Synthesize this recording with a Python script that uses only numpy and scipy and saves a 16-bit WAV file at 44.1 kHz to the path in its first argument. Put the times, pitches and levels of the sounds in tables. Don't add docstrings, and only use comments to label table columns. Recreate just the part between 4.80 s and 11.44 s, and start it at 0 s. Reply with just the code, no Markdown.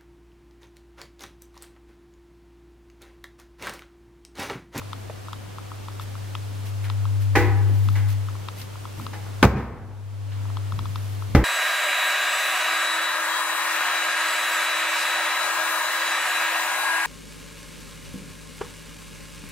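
import sys
import numpy as np
from scipy import signal
from scipy.fft import rfft, irfft
from scipy.io import wavfile
from scipy.ndimage import uniform_filter1d, minimum_filter1d

SR = 44100
rng = np.random.default_rng(int(sys.argv[2]) if len(sys.argv) > 2 else 0)


def persist_wave(psi):
    counts = np.round(np.clip(psi, -1, 1) * 32767).astype(np.int16)
    wavfile.write(sys.argv[1], SR, np.atleast_2d(counts).T)


N = 292824

# (time [s], strength [dB], thump pitch [Hz], contact time [s], clatter [dB],
# clatter's high edge [Hz], latch crack [dB])
DOOR_BLOWS = [(2.5531, -10, 756, 0.001, -16.5, 2100, -35), (2.557, -2, 1940, 0.00056, -21.5, 2500, -38),
              (2.5672, -3, 355, 0.0036, -22.5, 2500, -30), (3.153, -18.5, 1950, 0.0026, -33, 2380, -60),
              (4.332, -25.5, 990, 0.0015, -35.5, 2300, -59), (4.6276, -2, 256, 0.00095, 0.5, 2140, -15.5),
              (4.639, 4, 193, 0.0019, -.5, 1200, -22), (4.651, 9, 106.5, 0.0019, -18, 1200, -8),
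              (4.755, 0, 76, 0.0099, -14, 1670, -41), (6.5495, 5, 136, 0.00087, -2.5, 1950, -22),
              (6.553, 1, 378, 0.0038, -18.5, 3200, -21), (6.572, 7, 54, .0034, -11, 1300, -23)]
# (pitch [Hz], relative level [dB], t60 before the treble cap [s])
PANEL_MODES = [(265, -14, .4), (319.4, 6, 0.36), (362.5, 3, 0.32), (401, -16, 0.19), (479.3, -0.5, 0.29),
               (661, 1, 0.12), (772, -8.5, 0.47), (826, 0, 0.38), (915, -27, 0.099), (1040, -26, 0.13),
               (1285, -30, 0.2), (1512, -6.5, 0.27), (1600, -21, 0.14), (1683, -2.5, 0.12),
               (1856, -9, 0.15), (2012, 3, 0.2), (2200, -19, 0.096), (2400, -37, 0.11), (2530, -26, .12),
               (3000, -27, .11), (3400, -26, .09)]
# (pitch [Hz], relative level [dB], t60 [s])
CARCASS_MODES = [(55, -20, 0.96), (68.2, -4, 0.5), (86.6, 0.5, 0.17), (121, 1.5, 0.16), (173, -5.5, 0.13),
                 (204.5, -1.5, 0.11), (248, -10, 0.143), (443, -7, 0.061)]
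# (frequency [Hz], relative density [dB])
WOOD_SPECTRUM = [(40, -7), (200, 4.5), (290, -0.5), (430, 2), (620, -4.5), (950, -4.5), (1400, -7.5),
                 (2200, -6), (3200, -13), (5000, -9), (9000, -6), (16000, 9.5)]
# (frequency [Hz], left-right likeness [ratio])
WOOD_LIKENESS = [(60, 1), (400, 0.94), (1200, 0.93), (2500, 0.89), (6000, -0.5), (15000, -1.04)]
# (frequency [Hz], t60 [s])
ROOM_DECAY = [(50, .8), (150, .8), (400, .85), (850, .92), (1500, .85), (2400, .68), (4000, .5),
              (8000, .34), (16000, .22)]
# (time [s], level [dB], centre [Hz])
FOOTFALLS = [(2.88, -39, 240), (3.05, -37.5, 141), (4.17, -35.5, 132), (5.92, -30, 70), (5.98, -34.5, 112),
             (6.485, -33.5, 90)]
# (time [s], level [dB], centre [Hz])
WOOD_TAPS = [(2.039, -40, 1500), (2.89, -42, 340), (4.46, -46, 820), (5.515, -45, 1890)]
# (time [s], level [dB], centre [Hz])
CASE_CLICKS = [(.298, -28, 580), (.299, -44, 1800), (3.815, -36, 4400)]
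# (time [s], force [dB])
FOCUS_STEPS = [(0.017, -36.5), (.131, -26), (.484, -34), (.531, -27), (.784, -33), (.917, -33.5),
               (1.084, -32), (1.197, -29.5), (1.353, -38), (1.552, -25.5), (2.1, -25), (2.254, -30),
               (3.087, -27), (3.486, -35), (3.553, -38.5), (3.686, -25.5), (3.956, -37.5), (4.054, -31.5),
               (4.198, -34.5), (4.266, -27), (5.654, -38.5), (5.701, -40), (5.77, -27.5), (5.922, -30.5),
               (5.991, -26), (6.056, -30.5), (6.158, -26), (6.423, -34.5)]
# (middle time [s], length [s], relative level [dB])
SLEEVE_STROKES = [(1.222, 0.027, -43.5), (1.874, 0.034, -46.5), (2.053, 0.028, -46.5), (2.426, 0.029, -47),
                  (3.05, 0.27, -49.5), (3.311, 0.041, -43), (3.804, 0.052, -43.5), (4.216, 0.078, -47.5),
                  (6.28, 0.43, -53.5)]
# (frequency [Hz], relative density [dB])
CLOTH_SPECTRUM = [(300, -9), (2000, 8), (4500, 4), (8000, -1.5), (13500, 5.5), (16000, -9)]
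# (time [s], relative level [dB])
HUM_LEVELS = [(0, -38), (.77, -40), (1.23, -35), (1.82, -31.5), (2.23, -23.5), (2.85, -18.5), (3.28, -20.5),
              (3.72, -38), (4.14, -38), (4.55, -33.5), (5.1, -26.5), (5.6, -28), (6.64, -30.5)]
# (frequency [Hz], relative density [dB])
AIR_SPECTRUM = [(100, 2), (170, 2.5), (205, 2.5), (226, 0), (263, 3), (377, -0.5), (666, -3), (1130, -4.5),
                (1960, -9.5), (3150, -10.5), (3960, -13), (12800, -23), (15800, -27)]
# (frequency [Hz], left-right likeness [ratio])
AIR_LIKENESS = [(60, 0.88), (300, -0.55), (1200, 0.18), (3000, 0.51), (7000, 0.22), (15000, -0.18)]
# (time [s], gain [dB])
TREBLE_DRIFT = [(0, 1), (.75, 0.4), (1.4, 3), (4.5, 2.5), (5.5, -0.5), (6.1, 2.5)]
# (frequency [Hz], relative density [dB])
RUMBLE_SPECTRUM = [(15, -44), (38, -3), (65, 8), (130, 12), (200, -29), (300, -54)]


def doors(panel_db=-22.5, boom_db=-7, boom_rise_s=0.0067, crack_t60=0.008, crack_hz=5500):
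    near, to_room, t = np.zeros((2, N)), np.zeros((2, N)), np.arange(SR // 2) / SR
    for s, db, thump_hz, contact_s, clatter_db, high_hz, crack_db in DOOR_BLOWS:
        stiffness = thump_hz / 300
        panel_gain = amp(db + panel_db + 3.5 * np.log2(stiffness))
        boom_gain = amp(db + boom_db) * bell(thump_hz, centre_hz=122, octaves=0.9)
        clatter_t60 = 0.11 * (contact_s / 0.00075) ** 0.59
        low_hz = 0.68 * thump_hz
        force = lambda hz: hz ** 2 / (hz ** 2 + low_hz ** 2) / np.hypot(1, (hz / high_hz) ** 2)
        clatter = noise(len(t), lambda hz: amp(read(WOOD_SPECTRUM, hz)) * force(hz), WOOD_LIKENESS)
        clatter *= amp(clatter_db - 60 * t / clatter_t60)
        panel = panel_gain * ring(PANEL_MODES, t, force, spread=0.4, split=0.019) * rise(t, 0.00094)
        boom = boom_gain * ring(CARCASS_MODES, t, np.ones_like, spread=0.78, split=0.07)
        boom *= rise(t, boom_rise_s)
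        crack = noise(len(t), lambda hz: 1 / np.hypot(1, (hz / crack_hz) ** 3), WOOD_LIKENESS)
        crack *= amp(crack_db - 60 * t / crack_t60)
        contact = rise(t, contact_s)
        blow = (clatter + panel + boom) * contact + crack
        push = amp(db) * thump(t, thump_hz) * contact
        add(near, s, blow + push)
        add(to_room, s, amp(-2.83) * blow + amp(-4.5) * push)
    low_cut = signal.butter(2, 38, "high", fs=SR, output="sos")
    return signal.sosfilt(low_cut, near + room(to_room))


def thump(t, hz, cycles=9):
    return -np.sin(2 * np.pi * hz * t) * amp(-60 * hz * t / cycles)


def ring(modes, t, colour, spread, split, count=3):
    hz, db, t60 = np.repeat(modes, count, axis=0).T[:, :, None]
    detune, skew, phase = rng.uniform(-0.94, 1, (3, len(hz), 1))
    t60 = np.minimum(t60, 0.6 * (820 / hz) ** 1.4)
    envelope = colour(hz) * amp(db - 60 * t / t60) / np.sqrt(count)
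    start = phase * np.minimum(hz / 280, np.pi)
    turn = 2 * np.pi * hz * (1 + split * detune) * t + start
    mic_phase = skew * spread * hz / 1000
    return np.array([-(envelope * np.sin(turn + side * mic_phase)).sum(0) for side in (-1, 1)])


def room(x, build_s=0.0034):
    hz, t, spectra = signal.stft(rng.standard_normal((2, SR)), SR, nperseg=512)
    spectra = pair(spectra.transpose(0, 2, 1), hz, WOOD_LIKENESS)
    spectra *= amp(-60 * t[:, None] / read(ROOM_DECAY, hz))
    tail = signal.istft(spectra.transpose(0, 2, 1), SR, nperseg=512)[1][:, :SR]
    tail *= 1 - np.exp(-(np.arange(SR) / SR / build_s) ** 2)
    tail /= np.sqrt(np.mean(abs(rfft(tail)[:, 200:2000]) ** 2))
    return signal.fftconvolve(x, tail, axes=1)[:, :N]


def movements():
    return (knocks(FOOTFALLS, octaves=0.79, rise_s=0.012, t60=0.28, room_db=0)
            + knocks(WOOD_TAPS, octaves=0.88, rise_s=0.0044, t60=0.21, room_db=-2.5)
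            + knocks(CASE_CLICKS, octaves=0.43, rise_s=0.00047, t60=0.036, room_db=-26))


def knocks(rows, octaves, rise_s, t60, room_db):
    near, t = np.zeros((2, N)), np.arange(SR // 2) / SR
    for s, db, centre_hz in rows:
        band = noise(len(t), lambda hz: bell(hz, centre_hz, octaves), WOOD_LIKENESS)
        envelope = np.minimum(t / rise_s, 1) * amp(db - 60 * np.maximum(t - rise_s, 0) / t60)
        add(near, s, band * envelope)
    return near + amp(room_db) * room(near)


def lens(step_hz=1120, burst_s=0.004, case_hz=1260, stop_db=-32.5, lead_s=0.00049, faint_per_s=1.5):
    ticks, t = np.zeros((2, N)), np.arange(1000) / SR
    burst = np.sin(np.pi * np.minimum(t / burst_s, 1)) ** 1.95
    case = amp(-9.5 - 60 * t / 0.036) * np.sin(2 * np.pi * case_hz * t) * rise(t, 0.0011)
    faint_times = np.flatnonzero(rng.random(N) < faint_per_s / SR) / SR
    faint_steps = [(s, rng.normal(-48, 0.5)) for s in faint_times]
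    for s, db in FOCUS_STEPS + faint_steps:
        detune, phase = rng.standard_normal(2)
        turn = 2 * np.pi * step_hz * (1 + 0.025 * detune) * t
        buzz = burst * np.sin(turn) + case
        edge = burst * (np.sin(3 * turn) + amp(-11.5) * np.sin(2 * np.pi * 5050 * t + phase))
        rattle = noise(len(t), lambda hz: 1 / np.hypot(1, (hz - 3200) / 1600) ** 3, AIR_LIKENESS)
        rattle *= amp(0.5 - 60 * t / 0.018)
        buzz_gain = amp(7 + min(db, stop_db) + 0.37 * max(db - stop_db, 0))
        edge_gain = amp(-44 + 2 * (db - stop_db))
        add(ticks, s - lead_s, buzz_gain * buzz + edge_gain * (edge + rattle))
    return ticks * amp([[1.5], [-2.5]])


def rustles(gain_db=1):
    t = np.arange(N) / SR
    strokes = sum(amp(db) * np.exp(-2 * ((t - s) / length) ** 2) for s, length, db in SLEEVE_STROKES)
    slip_db = 2 * unit_rms(uniform_filter1d(rng.standard_normal(N), size=300))
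    cloth = noise(N, lambda hz: amp(read(CLOTH_SPECTRUM, hz)), AIR_LIKENESS)
    return amp(gain_db) * strokes * unit_rms(amp(slip_db)) * cloth


def mains_hum(hz=100.04, gain_db=3.5, mid_db=-30):
    t = np.arange(N) / SR
    db = np.interp(t, *np.transpose(HUM_LEVELS))
    pan_db = 3.5 + 0.18 * (db - mid_db)
    lag_rad = 0.94 + 0.05 * (db - mid_db)
    side = np.array([[0.5], [-0.5]])
    return amp(gain_db + db + side * pan_db) * np.sin(2 * np.pi * hz * t - side * lag_rad)


def room_tone(tone_db=-42.5, rumble_db=-53):
    colour = lambda hz: amp(read(AIR_SPECTRUM, hz) - 3.6 * read(AIR_LIKENESS, hz))
    tone = amp(tone_db) * noise(N, colour, AIR_LIKENESS)
    treble = signal.sosfiltfilt(signal.butter(1, 4000, "high", fs=SR, output="sos"), tone)
    drift = amp(np.interp(np.arange(N) / SR, *np.transpose(TREBLE_DRIFT)))
    rumble = amp(rumble_db) * noise(N, lambda hz: amp(read(RUMBLE_SPECTRUM, hz)), AIR_LIKENESS)
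    return tone + (drift - 1) * treble + rumble


def noise(size, colour, likeness):
    hz = np.fft.rfftfreq(size, 1 / SR)
    white = rfft(rng.standard_normal((2, size)))
    return unit_rms(irfft(pair(white, hz, likeness) * colour(hz), size))


def pair(spectra, hz, likeness):
    same = np.clip(read(likeness, hz), -0.999, 0.999)
    mid, side = spectra[0] * np.sqrt((1 + same) / 2), spectra[1] * np.sqrt((1 - same) / 2)
    return np.array([mid + side, mid - side])


def amp(db):
    return 10 ** (np.asarray(db) / 20)


def unit_rms(x):
    return x / np.sqrt(np.mean(x ** 2) + 1e-20)


def rise(t, rise_s):
    return 1 - np.exp(-t / rise_s)


def bell(hz, centre_hz, octaves):
    return np.exp(-0.5 * (np.log2((hz + 1) / centre_hz) / octaves) ** 2)


def read(points, hz):
    table_hz, value = np.transpose(points)
    return np.interp(np.log(hz + 1), np.log(table_hz + 1), value)


def add(mix, s, sound):
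    part = mix[:, max(round(s * SR), 0):][:, :sound.shape[-1]]
    part += sound[..., :part.shape[1]]


def scene():
    return doors() + movements() + rustles() + mains_hum() + room_tone() + lens()


def record(dry, limit_db=-10, recover_db_per_s=23, attack_s=0.0044, hold_s=0.22, top_hz=15850):
    power_db = 10 * np.log10(abs(uniform_filter1d((dry ** 2).mean(0), size=260)) + 1e-12)
    over_db = np.maximum(power_db - limit_db, 0)
    half_hold = int(hold_s * SR / 2)
    held_db = -minimum_filter1d(-over_db, size=2 * half_hold + 1, origin=half_hold, mode="constant")
    recovery_db = np.arange(N) / SR * recover_db_per_s
    duck_db = np.maximum.accumulate(held_db + recovery_db) - recovery_db
    pole = np.exp(-1 / (attack_s * SR))
    ducked = dry / amp(signal.lfilter([1 - pole], [1, -pole], duck_db))
    rounded = ducked / (1 + ducked ** 6) ** (1 / 6)
    low_pass = signal.firwin(1023, top_hz, window=("kaiser", 9), fs=SR)
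    return signal.oaconvolve(rounded, low_pass[None], "same", axes=1)


dry = scene()
out = record(dry)
persist_wave(out)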